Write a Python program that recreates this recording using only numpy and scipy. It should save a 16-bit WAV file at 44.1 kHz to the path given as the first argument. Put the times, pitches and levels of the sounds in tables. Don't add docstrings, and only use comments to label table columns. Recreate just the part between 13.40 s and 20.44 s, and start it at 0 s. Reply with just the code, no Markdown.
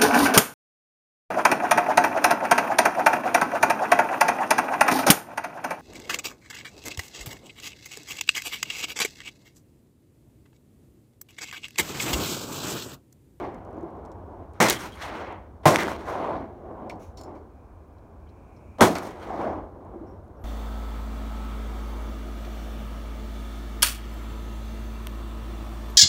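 import sys
import numpy as np
from scipy import signal
from scipy.fft import rfft, irfft, next_fast_len
from scipy.io import wavfile
from scipy.ndimage import uniform_filter1d

SR = 44100
rng = np.random.default_rng(int(sys.argv[2]) if len(sys.argv) > 2 else 0)


def dump_mix(stems):
    frames = np.atleast_2d(stems).T
    limited = np.clip(frames, -1, 1)
    pcm = np.round(limited * 32767).astype(np.int16)
    wavfile.write(sys.argv[1], SR, pcm)


def rack_gain(trim_db):
    fader = np.asarray(trim_db, float)
    return 10 ** (fader / 20)


N = 310464

# pitch_hz, level_db (per Hz)
TRAFFIC_COLOUR = [(15, -53), (25, -20.5), (76, 0.5), (141, -21), (180, -16.5), (489, -24), (545, -22.5),
                  (754, -33.5), (1070, -25.5), (2160, -52), (2410, -54.5), (14800, -60.5), (16000, -66.5)]
# time_s, level_db
HISS_LEVEL = [(4.1, -80), (4.35, -78), (4.7, -82), (4.9, -75), (5.15, -70), (5.4, -69), (5.6, -80)]

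# start_s, peak_db, centre_hz, rattle_t60_s, first_snap_db
CLACKS = [(3.495, -39.5, 4450, 0.035, -18.5), (3.498, -33, 2280, 0.078, 1), (3.508, -47.5, 4250, .14, -22),
          (3.772, -41, 5000, 0.19, -4.5), (3.781, -55, 3300, 0.12, -17), (3.812, -39.5, 7000, 0.049, 5),
          (3.835, -42.5, 6800, 0.07, 1), (3.845, -63, 5470, 0.22, -14.5), (3.79, -54, 7500, 0.27, -22),
          (3.95, -57.5, 3560, 0.21, -22.5), (4.865, -68, 2800, 0.2, -13.5),
          (4.888, -63.5, 4800, 0.086, -17.5), (5.163, -62, 4820, 0.086, -9.5)]
# start_s, peak_db, centre_hz
TICKS = [(0.1444, -52.5, 5990), (0.2494, -55, 6050), (0.3094, -57, 6300), (0.3294, -59, 6650),
         (0.3444, -63, 5330), (0.3694, -60, 6490), (0.3844, -60, 5200), (0.4094, -56, 5570),
         (0.4294, -59, 6910), (0.5044, -64, 5710), (0.5694, -66, 7060), (0.652, -49.5, 5000),
         (.659, -53, 5000), (.717, -48, 5000), (.725, -61, 5000), (1.135, -55, 6500), (1.9245, -52.5, 5870),
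         (2.532, -42, 6290), (3.0094, -57.5, 5480), (3.5564, -62, 5680), (4.4474, -67, 6050),
         (5.6694, -42, 5860), (5.7074, -47, 6450), (6.4494, -64, 6500), (6.8796, -61.5, 5340),
         (7.0197, -61.5, 11500)]
# pitch_hz, width_hz, level_db
STEEL_MODES = [(2212, 150, 32.5), (3046, 200, 4.5), (4100, 226, -1), (4470, 250, 11.5), (5270, 220, 11.5),
               (5484, 220, -9), (7050, 330, 8), (7980, 390, -31), (13100, 920, 14)]
# time_s, level_db
SLIDE_LEVEL = [
    (3.59, -86),
    (3.596, -66),
    (3.64, -61),
    (3.722, -77),
    (3.73, -92),
]
# pitch_hz, width_hz, level_db
SLIDE_PEAKS = [(2443, 900, 1), (4200, 1500, -5.5), (6000, 1200, -0.5), (9800, 700, -4),
               (13400, 3000, -14.5)]
# start_s, peak_db, pitch_hz, t60_s, roughness_hz
CLINKS = [(1.355, -34, 3200, .15, 300), (1.403, -41, 5780, .15, 250), (1.52, -45, 3200, .16, 150),
          (1.553, -53, 9500, .04, 900), (2.69, -64, 9790, .6, 30), (4.45, -81, 11000, .3, 30),
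          (4.46, -78, 15000, .3, 60), (4.582, -63, 4200, .04, 1500), (4.87, -65, 3050, .15, 300),
          (4.89, -61, 4100, .09, 700), (5.165, -63, 5300, .08, 500), (5.397, -43, 3200, .1, 200),
          (5.555, -31, 2250, .15, 300), (5.556, -37, 4500, .12, 300), (5.706, -53, 3190, .15, 150),
          (3.85, -62, 5300, .22, 450), (5.81, -52, 3250, .15, 120), (6.667, -66, 5500, .3, 250),
          (6.69, -76, 11700, .25, 40), (6.84, -73, 10200, .1, 200), (6.875, -73, 11400, .1, 300),
          (6.97, -71, 5600, .15, 400), (6.985, -69, 11700, .6, 40)]

# low_hz, high_hz
LAYER_EDGES = [(150, 420), (450, 1400), (1500, 4500), (5000, 15500)]
# pitch_hz, level_db
GROUND_COLOUR = [(35, -38), (70, -15.5), (120, -8.5), (190, -5), (330, 1.5), (480, 0), (680, 2.5),
                 (960, 0.5), (1360, 0.5), (1920, 0.5), (2700, -3.5), (5000, -1.5), (9000, -0.5),
                 (15500, -11)]
# start_s, body_db, fall_db_per_s, crack_db, air_db (the last two against the body)
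SHOTS = [
    (1.2026, -17, 165.5, 1, -6.5),
    (2.2556, -12, 172.5, -7, -12.5),
    (5.41, -9.5, 236, -9.5, -12),
]
SHOT_BOOM_DB = (-3.5, -5, -4.5)
SCRUB_DB = (-41.5, -33.5, -36)
# start_s, body_db, lasts_s, crack_db, air_db
SHOWERS = [(1.283, -34, .045, 8, 5), (1.39, -42.5, 0.081, 2, -2), (1.52, -58, .07, 7, 0),
           (2.234, -47.5, .015, -7.5, -21.5), (2.385, -30.5, 0.029, 5, -7.5), (2.478, -34, 0.044, -4, -13),
           (2.585, -49.5, 0.054, -2.5, -13), (2.655, -51.5, 0.018, 3, -10),
           (5.385, -37, .008, -18.5, -23.5), (5.395, -27, .008, -36, -44), (5.554, -34.5, 0.015, -3, -10),
           (5.625, -38, 0.051, -10, -12), (5.797, -64, 0.0046, 7, -3), (5.7, -56, 0.075, 3, -6),
           (1.14, -62, 0.12, 0, -15)]
# start_s, body_db, lasts_s, crack_db, air_db
HILL_FEET = [
    (1.62, -40, .31, 3.5, -11),
    (2.685, -30, .24, -13, -24),
    (5.83, -43, 0.35, -5, -16),
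]
# start_s, body_db, lasts_s, crack_db, air_db
HILL_CRESTS = [
    (-.05, -35, 0.11, -13.5, -32.5),
    (1.75, -39.5, .03, -8, -22.5),
    (2.84, -33.5, 0.12, -15, -33.5),
    (6.01, -29, 0.069, -21.5, -35.5),
]
# start_s, body_db, lasts_s, fall_db_per_s
SLOPES = [(0.285, -41.5, 0.055, 21), (.388, -43.5, 0.034, 36), (0.558, -46.5, 0.25, 65),
          (0.938, -46, 0.094, 84), (3.16, -48.5, .02, 144), (3.275, -40.5, 0.27, 89.5),
          (3.81, -48.5, 0.047, 63), (3.88, -43, 0.067, 163.5), (6.344, -49, 0.028, 105.5),
          (6.44, -47, 0.1, 36), (6.56, -48.5, 0.2, 121.5), (7.0, -48, 0.034, 59.5)]
# rise_db_per_s, fall_db_per_s, boom_db, boom_gain_db_per_s, treble_loss_db_per_s
FOOT_KIND = (500, 117, -18, 37, 36)
CREST_KIND = (72, 91, -3, 8.5, 13)
SHOWER_KIND = (5998, 259, -9, 10.5, 25.5)
SCRUB_KIND, SCRUB_DELAY_S = (400, 47, 1.6, 5, 20), 0.09

# start_s, peak_db, centre_hz, blast_length_ms, spray_db
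SLAPS = [(1.2070, -4, 1780, 0.81, -37), (1.227, -10.5, 7000, 0.18, -7), (1.286, -14, 6000, 0.27, -5),
         (1.2982, -8.5, 4800, 0.43, 8), (1.2993, -6, 12450, .1, -16), (1.306, -8, 4500, 0.33, -11),
         (1.3085, -18, 3000, 0.29, -18), (2.2566, -2.5, 1620, 0.8, -34), (2.307, -15, 6000, 0.33, -19),
         (2.344, -14, 1600, 0.52, -23), (2.359, -1.5, 2200, 0.28, -25), (2.367, -21, 4000, 0.25, -14),
         (2.433, -22.5, 5500, .3, -8), (2.4835, -14.5, 1360, 0.56, -29), (5.3852, -31.5, 1500, 1, -19),
         (5.408, -2.5, 1820, 0.65, -12), (5.554, -24, 2300, 0.66, -5), (5.5655, -31, 6000, 0.52, -13),
         (5.584, -27.5, 5500, 0.27, -2)]
# start_s, peak_db, pitch_hz, t60_s
KNOCKS = [(0.378, -32.5, 329, 0.13), (0.433, -25.5, 339, 0.11), (6.557, -32, 344, 0.12),
          (6.611, -32, 323, 0.16), (6.721, -47.5, 366, 0.12), (2.906, -23.5, 880, .05),
          (5.903, -24, 764, .04), (5.939, -23.5, 700, 0.044), (6.041, -23.5, 629, 0.11)]
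# start_s, peak_db, pitch_hz, t60_s
BOOMS = [(1.206, -16.5, 222, 0.19), (1.213, -30, 119, 0.44), (2.258, -13, 604, 0.24),
         (2.258, -10.5, 1047, 0.13), (2.258, -11, 150.7, 0.17), (2.264, -18.5, 98, 0.14),
         (5.409, -13.5, 103.6, 0.21), (5.412, -20.5, 616.4, 0.31), (5.417, -24.5, 176, 0.57)]

# pitch_hz, width_hz, depth_0_to_1
CASE_DIPS = [(4740, 460, 0.3), (7750, 810, 0.3), (10500, 1500, 0.4)]

TRAFFIC_DB = -46
RING_SHARE, TICK_T60_S = .75, .022
BOOM_HZ, BODY_LOW_HZ, BODY_HIGH_HZ, CRACK_LOW_HZ, CRACK_HZ, AIR_HZ = 320, 555, 864, 1632, 2420, 8500
FRONT_RISE_DB_S, AIR_LOSS_RATIO = 30001.5, 3.3
BLAST_HOLD_S, BLAST_BOOM_GAIN, BLAST_LOSS = .014, 60, 3.9
SLOPE_RISE_DB_S, SLOPE_BOOM_DB, SLOPE_CRACK_DB, SLOPE_AIR_DB = 166, -1.5, -25.5, -52
VALLEY_DB, VALLEY_BOOM_DB, VALLEY_CRACK_DB, VALLEY_AIR_DB = -57, -2, -26.5, -45
SPRAY_LOW_HZ = 4000
TABLE_MS, TABLE_SHARE = .9, 0.043
TOP_HZ, CEILING, KNEE = 15900, .72, 3
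HALF_OCTAVES = 30 * 2 ** np.arange(0, 9.6, .5)


def level(x):
    return x / np.sqrt(np.mean(x ** 2))


def on_log(hz, points):
    f, db = np.transpose(points)
    return np.interp(np.log(hz), np.log(f), db)


def bands(x, centres, octaves=.5):
    size = next_fast_len(N)
    spectrum = rfft(x, size)
    place = np.log2(np.arange(1, size // 2 + 2) * SR / size)
    for hz in centres:
        distance = np.clip((place - np.log2(hz)) / octaves, -1, 1)
        yield irfft(spectrum * np.cos(np.pi / 2 * distance) ** 2, size)[:N]


def walk(rate):
    k = int(SR / rate)
    steps = np.repeat(rng.standard_normal(N // k + 1), k)
    return level(uniform_filter1d(uniform_filter1d(steps, k), k)[:N])


def reson(x, hz, width_hz):
    return signal.lfilter(*signal.iirpeak(hz, hz / width_hz, fs=SR), x)


def ring(hz, t60):
    t = np.arange(int(t60 * SR)) / SR
    return np.sin(2 * np.pi * hz * t) * 1000 ** (-t / t60)


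def add(out, s, sound, db):
    i = int(s * SR)
    out[i:i + len(sound)] += (rack_gain(db) * sound / np.abs(sound).max())[:N - i]


def traffic(swell_db=1.0, flicker_db=1.5):
    swell = swell_db * walk(1.0)
    noise = bands(rng.standard_normal(N), HALF_OCTAVES)
    out = np.zeros(N)
    for hz, band in zip(HALF_OCTAVES, noise):
        motion = (swell + flicker_db * walk(24)) * min(300 / hz, 1)
        out += band * rack_gain(on_log(hz, TRAFFIC_COLOUR) + motion)
    return level(out) * rack_gain(TRAFFIC_DB)


def hiss():
    noise = rng.standard_normal(N)
    main = reson(reson(noise, 2380, 450), 2380, 450)
    sound = level(main + .1 * reson(noise, 6500, 4000))
    db = np.interp(np.arange(N) / SR, *np.transpose(HISS_LEVEL), -120, -120)
    return sound * rack_gain(db + 0.5 * walk(4))


def clacks_and_ticks():
    out, t = np.zeros(N), np.arange(SR // 3) / SR
    hits = [(*row, RING_SHARE) for row in CLACKS]
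    hits += [(*row, TICK_T60_S, 0, 0) for row in TICKS]
    shape = (len(hits), len(t))
    grit = rng.standard_normal(shape) * rack_gain(2.0 * rng.exponential(size=shape))
    for (s, db, hz, t60, snap_db, share), shake in zip(hits, grit):
        rattle = .5 * 1000 ** (-t / t60) * np.minimum(t / 0.0023, 1)
        snap = rack_gain(snap_db) * 1000 ** (-t / 0.0076)
        burst = shake * (rattle + snap)
        sound = level(reson(reson(burst, hz, hz * 1.2), hz, hz * 1.2))
        steel = 0
        for f, width, gain_db in STEEL_MODES:
            near_db = gain_db - 31 * np.log2(f / hz) ** 2
            steel = steel + rack_gain(near_db) * level(reson(burst, f, width))
        add(out, s, sound + share * steel, db)
    return out


def clinks():
    out, t = np.zeros(N), np.arange(SR // 3) / SR
    for s, db, hz, t60, rough_hz in CLINKS:
        shake = rng.standard_normal(len(t)) * 1000 ** (-t / t60)
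        add(out, s, reson(reson(shake, hz, rough_hz), hz, 2 * rough_hz), db)
    return out


def shell_slide():
    grit = rng.standard_normal(N) * rack_gain(2.2 * rng.exponential(size=N))
    slide = level(sum(rack_gain(g) * reson(grit, f, w) for f, w, g in SLIDE_PEAKS))
    s, db = np.transpose(SLIDE_LEVEL)
    return slide * rack_gain(np.interp(np.arange(N) / SR, s, db, -120, -120))


def arrival(t, s, db, lasts, crack_db, air_db, kind):
    rise, fall, boom_db, gain, loss = kind
    age = np.clip(t - s, 0, 1)
    body = db - rise * np.maximum(s - t, 0) - fall * np.maximum(t - s - lasts, 0)
    boom = boom_db + gain * age
    crack = crack_db - loss * age
    air = air_db - AIR_LOSS_RATIO * loss * age
    return rack_gain(2 * (body + np.array([boom, 0 * age, crack, air])))


def terrain(t):
    valley = np.array([[VALLEY_BOOM_DB], [0], [VALLEY_CRACK_DB], [VALLEY_AIR_DB]])
    power = rack_gain(2 * (VALLEY_DB + valley))
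    for (s, db, fall, crack, air), boom, scrub_db in zip(SHOTS, SHOT_BOOM_DB, SCRUB_DB):
        blast = (FRONT_RISE_DB_S, fall, boom, BLAST_BOOM_GAIN, BLAST_LOSS)
        power = power + arrival(t, s, db, BLAST_HOLD_S, crack, air, blast)
        power = power + arrival(t, s + SCRUB_DELAY_S, scrub_db, 0, crack, air, SCRUB_KIND)
    for rows, kind in ((HILL_FEET, FOOT_KIND), (HILL_CRESTS, CREST_KIND), (SHOWERS, SHOWER_KIND)):
        for row in rows:
            power = power + arrival(t, *row, kind)
    for s, db, lasts, fall in SLOPES:
        slope = (SLOPE_RISE_DB_S, fall, SLOPE_BOOM_DB, 0, 0)
        power = power + arrival(t, s, db, lasts, SLOPE_CRACK_DB, SLOPE_AIR_DB, slope)
    return 10 * np.log10(power)


def returns(scatter_db=2.2, flicker_db=1.2, swell_db=.7, facet_db=1.1):
    layers = np.repeat(terrain(np.arange(0, N, 8) / SR), 8, axis=1)[:, :N]
    lo, hi = np.transpose(LAYER_EDGES)
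    layers -= 10 * np.log10((hi - lo)[:, None] / (SR / 2))
    rocks = level(rng.standard_normal(N) * rack_gain(scatter_db * rng.exponential(size=N)))
    swell = swell_db * walk(40)
    facets = facet_db * walk(160)
    seats = np.log([BOOM_HZ, BODY_LOW_HZ, BODY_HIGH_HZ, CRACK_LOW_HZ, CRACK_HZ, AIR_HZ])
    out = np.zeros(N)
    for hz, band in zip(HALF_OCTAVES, bands(rocks, HALF_OCTAVES)):
        place = np.interp(np.log(hz), seats, [0, 1, 1, 1.8, 2, 3])
        k = min(int(place), 2)
        db = layers[k] + (place - k) * (layers[k + 1] - layers[k])
        motion = swell + flicker_db * walk(25) + facets * min(hz / 2500, 1)
        out += band * rack_gain(db + on_log(hz, GROUND_COLOUR) + motion)
    return out


def knocks_and_booms():
    out = np.zeros(N)
    for s, db, hz, t60 in list(KNOCKS) + list(BOOMS):
        knock = ring(hz, t60)
        add(out, s, knock * np.minimum(np.arange(len(knock)) / SR / 0.0028, 1), db)
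    return out


def blast_fronts(ring_db=3, rise_ms=0.16):
    out, t = np.zeros(N), np.arange(600) / SR
    keep = np.exp(-1000 / (rise_ms * SR))
    for s, db, hz, ms, spray_db in SLAPS:
        length_s = ms / 1000
        n_wave = (1 - 2 * t / length_s) * (t < length_s)
        front = signal.lfilter([1 - keep], [1, -keep], n_wave)
        spray_hz = max(hz, SPRAY_LOW_HZ)
        spray = rng.standard_normal(len(t)) * np.exp(-t / 0.0018)
        spray = reson(reson(spray, spray_hz, spray_hz * 1.3), spray_hz, spray_hz * 1.3)
        ringing = rack_gain(ring_db) * reson(front, hz, hz / 3)
        add(out, s, front + ringing + 3 * rack_gain(spray_db) * spray, db)
    return out


def scene():
    near = traffic() + clacks_and_ticks() + clinks() + shell_slide()
    range_side = hiss() + returns()
    bounced = np.roll(range_side, int(TABLE_MS * SR / 1000))
    long_wave_cut = signal.butter(1, 600, "high", fs=SR, output="sos")
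    bounced = signal.sosfiltfilt(long_wave_cut, bounced)
    return (near + range_side + TABLE_SHARE * bounced + knocks_and_booms() + blast_fronts())[None]


def top_cut(x):
    return signal.sosfilt(signal.butter(12, 16810, fs=SR, output="sos"), x)


def record(dry):
    x = dry
    for hz, width_hz, depth in CASE_DIPS:
        x = x - depth * reson(x, hz, width_hz)
    x = signal.sosfilt(signal.butter(3, 30, "high", fs=SR, output="sos"), x)
    x = x / (1 + np.abs(x / CEILING) ** KNEE) ** (1 / KNEE)
    x = signal.sosfiltfilt(signal.ellip(6, .1, 20, TOP_HZ, fs=SR, output="sos"), x)
    return top_cut(x)


dry = scene()
out = record(dry)
dump_mix(out)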